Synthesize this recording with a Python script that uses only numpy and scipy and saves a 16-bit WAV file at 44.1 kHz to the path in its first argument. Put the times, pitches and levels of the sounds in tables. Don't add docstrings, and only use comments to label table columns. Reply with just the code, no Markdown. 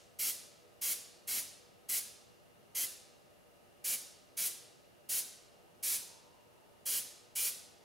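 import sys
import numpy as np
from scipy import signal
from scipy.fft import rfft, irfft, next_fast_len
from scipy.io import wavfile
from scipy.ndimage import uniform_filter1d

SR = 44100
rng = np.random.default_rng(int(sys.argv[2]) if len(sys.argv) > 2 else 0)


def unload_wav(signal):
    wavfile.write(
        sys.argv[1],
        SR,
        np.round(np.clip(np.atleast_2d(signal).T, -1, 1) * 32767).astype(np.int16),
    )


N = 345744
SIZE = next_fast_len(N)
TIME, HZ = np.arange(N) / SR, np.fft.rfftfreq(SIZE, 1 / SR)

# pitch_hz, likeness (1 = the same, 0 = unrelated)
ROOM_LIKENESS = [(300, 0.15), (1300, 0.31), (2800, 0.78), (6500, 0.9), (10000, 0.73), (13500, 0.2)]


def airbrush(lead_s=0.003):
    # start_s, length_s, level_db (before the ear gains in scene),
    # hollow_db (lift of the hollow under the glove), gap (ring of the gap at the nozzle, 1 = usual)
    pulls = [(0.189, 0.14, -35, 8, 0.98), (.814, 0.14, -35, 8, 1.1), (1.274, 0.15, -36.5, 8, 0.75),
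             (1.888, 0.12, -34.5, 8.5, 0.93), (2.749, 0.12, -35.5, 6.5, 1.6), (3.842, 0.13, -35, 9, 0.62),
             (4.37, 0.13, -35, 8, .3), (5.09, 0.13, -34.5, 1, .5), (5.828, 0.16, -34.5, 6.5, 0.089),
             (6.856, 0.16, -35, 0, 1.8), (7.354, 0.16, -34.5, 9.5, 1.4)]
    # time_s, place (0 = at the corner vent, 1 = at the grille)
    hand = [(0, 0.15), (2.7, 0), (3.9, 0.67), (7.8, 0.85)]
    hand_s, hand_place = np.transpose(hand)
    out = np.zeros((2, N))
    for start_s, length_s, level_db, hollow_db, gap in pulls:
        place = np.interp(start_s, hand_s, hand_place)
        add(out, start_s - lead_s, pull(length_s, level_db, hollow_db, gap, place))
    return out


def pull(length_s, level_db, hollow_db, gap, place):
    # pitch_hz, relative level_db (per Hz)
    jet_colour = [(120, -15.5), (550, -13.5), (900, -18.5), (1750, -12.5), (2500, -9.5), (3300, -8),
                  (4100, -6), (5200, -4.5), (6900, -2), (8200, -4.5), (9700, -1.5), (12500, -1),
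                  (15400, -4)]
    # pitch_hz, likeness (0 to 1)
    jet_likeness = [(200, 0.25), (1000, 0.55), (2500, 1), (8000, 0.99), (11000, 0.87), (15000, 0.7)]
    size = 2 ** 15
    t, hz = np.arange(size) / SR, np.fft.rfftfreq(size, 1 / SR)

    tilt_db = 0.52 + 0.42 * (level_db + 34.5)
    jet_db = read(jet_colour, hz) + tilt_db * np.log2((hz + 1) / 8000)
    low_cut = hz ** 2 / (hz ** 2 + 80 ** 2)
    jet = gain_of(jet_db) * low_cut

    near_db = hollow_db * bell(hz, between(2125, 2370, place), 150)
    gap_hz = 2970 + 140 * (gap - 1)
    near_db += gap * (4.5 * bell(hz, gap_hz, 244) - 9.5 * bell(hz, 3670, 120))
    near_db += 3 * bell(hz, between(11600, 9600, place), 1300)
    near_db += ripple(len(hz), bounce_db=2.7)

    open_s, build_s, start_share = 0.0088, 0.011, 0.3
    close_s = 0.19 * length_s
    opening = np.clip(t / open_s, 0, 1)
    closing = np.clip((length_s - t) / close_s, 0, 1)
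    build_up = 1 - (1 - start_share) * np.exp(-t / build_s)
    flow = gain_of(level_db) * opening * closing * build_up

    direct = noise(jet * gain_of(near_db), read(jet_likeness, hz), size) * flow
    spread_gain = jet * gain_of(ripple(len(hz), bounce_db=2.2))
    spread = noise(spread_gain, read(ROOM_LIKENESS, hz), size)
    return direct + workshop(spread, flow)


def workshop(hiss, flow, first_s=0.0054, early_db=3, early_s=0.034):
    # pitch_hz, level_db
    room_colour = [(300, -1), (1000, -3), (2500, -5.5), (4500, -4.5), (7000, -6.5), (10000, -3.5),
                   (15000, -10)]
    # pitch_hz, t60_s
    room_t60 = [(400, 1), (2000, 0.9), (4500, 0.83), (8000, 0.59), (11000, 0.43), (15000, 0.31)]
    hz, t, slices = signal.stft(hiss, SR, nperseg=256)
    fed_power = np.interp(t, np.arange(len(flow)) / SR, flow ** 2)
    loss = np.log(10 ** 6) / read(room_t60, hz)[:, None]
    response = loss * t[1] * np.exp(-loss * t)
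    response *= gain_of(early_db * np.exp(-t / early_s)) ** 2
    response *= np.clip(t / first_s - 1, 0, 1)
    power = abs(signal.fftconvolve(fed_power[None], response, axes=1)[:, :len(t)])
    ring = slices * np.sqrt(power) * gain_of(read(room_colour, hz))[:, None]
    return signal.istft(ring, SR, nperseg=256)[1][:, :len(flow)]


def lingering_ring(level_db=-64, t60_s=0.7):
    ring = noise(bell(HZ, 5000, 5000), read(ROOM_LIKENESS, HZ), SIZE)
    return ring * gain_of(level_db) * np.exp(-np.log(1000) * TIME / t60_s)


def ventilation(air_db=-64):
    # pitch_hz, relative level_db (per Hz)
    air_colour = [(15, -46), (28, -15.5), (55, -10), (100, -3.5), (170, -2.5), (320, -5.5), (560, -6.5),
                  (800, -9), (1000, -12), (2000, -16.5), (3200, -19.5), (5000, -23), (8000, -26),
                  (10500, -23.5), (15500, -30)]
    # pitch_hz, likeness (below 0 = opposed)
    air_likeness = [(50, -0.096), (130, -0.4), (300, -0.44), (700, -0.31), (1500, -0.26), (5000, 0.33),
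                    (14000, 0.45)]
    # pitch_hz, width_hz, level_db
    fans = [(352.4, 14, -79), (417.5, 10, -77.5), (485, 12, -75), (587.6, 27, -74), (680, 23, -77.5),
            (777, 47, -79), (924, 17, -88), (1256, 49, -81.5), (2810, 140, -80)]
    air = gain_of(air_db) * noise(gain_of(read(air_colour, HZ)), read(air_likeness, HZ), SIZE)
    power = np.zeros(len(HZ))
    for pitch_hz, width_hz, level_db in fans:
        band = bell(HZ, pitch_hz, width_hz)
        power += gain_of(level_db) ** 2 * band / band.sum()
    drones = np.sqrt(power.sum()) * noise(np.sqrt(power), 0.6, SIZE)
    return air + drones


def motors(wander_hz=1.51, waver_db=2, side_share=0.54):
    # pitch_hz, level_db (peak of the part both ears share)
    hum = [(100, -84), (481, -83.5), (590, -82)]
    out = np.zeros((2, N))
    for pitch_hz, level_db in hum:
        wandering_hz = pitch_hz + wander_hz * flutter(N, count=5000)
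        phase = 2 * np.pi * np.cumsum(wandering_hz) / SR
        mid, side = np.sin(phase), side_share * np.cos(phase)
        level = gain_of(level_db + waver_db * flutter(N, count=9000))
        out += np.array([mid + side, mid - side]) * level
    return out


def far_rush(width_hz=200):
    # time_s, pitch_hz (centre of the band), level_db
    rush = [(5.2, 608, -99), (5.601, 720, -77), (6.1, 873, -69), (6.5, 857, -73.5), (7.001, 813, -79),
            (7.799, 773, -74)]
    time_s, pitch_hz, level_db = np.transpose(rush)
    turns = np.cumsum(np.interp(TIME, time_s, pitch_hz)) / SR
    low_band = signal.hilbert(noise(bell(HZ, 0, width_hz), 0.26, SIZE))
    band = low_band * np.exp(2j * np.pi * turns)
    return band.real * gain_of(np.interp(TIME, time_s, level_db))


def ripple(size, bounce_db, first_s=0.000804, last_s=0.011, count=30):
    hz = np.linspace(0, SR / 2, size)
    delay_s = rng.uniform(first_s, last_s, (count, 1))
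    turns = hz * delay_s + rng.random((count, 1))
    return bounce_db * evened(np.cos(2 * np.pi * turns).sum(0))


def noise(gain, likeness, size):
    a, b = rfft(rng.standard_normal((2, size)))
    likeness = np.clip(likeness, -1, 1)
    mid, side = a * np.sqrt(1 + likeness), b * np.sqrt(1 - likeness)
    return evened(irfft(np.array([mid + side, mid - side]) * gain, size)[:, :N])


def flutter(size, count):
    smooth = uniform_filter1d(rng.standard_normal(size), count)
    return evened(uniform_filter1d(smooth, count))


def gain_of(db):
    return 10 ** (np.asarray(db) / 20)


def evened(x):
    return x / np.sqrt(np.mean(x ** 2) + 1e-20)


def read(points, hz):
    pitch_hz, value = np.transpose(points)
    return np.interp(np.log(hz + 1), np.log(pitch_hz + 1), value)


def bell(hz, centre_hz, width_hz):
    return np.exp(-((hz - centre_hz) / width_hz) ** 2)


def between(vent, grille, place):
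    return vent + (grille - vent) * place


def add(mix, start_s, sound):
    part = mix[:, round(start_s * SR):][:, :sound.shape[1]]
    part += sound[:, :part.shape[1]]


def scene(left_db=1.35, right_db=1.74):
    spray = airbrush() * gain_of([[left_db], [right_db]])
    return spray + lingering_ring() + ventilation() + motors() + far_rush()


def record(dry, edge_hz=15800):
    low_pass = signal.firwin(511, edge_hz, window=("kaiser", 9), fs=SR)
    return signal.oaconvolve(dry, low_pass[None], "same")


dry = scene()
out = record(dry)
unload_wav(out)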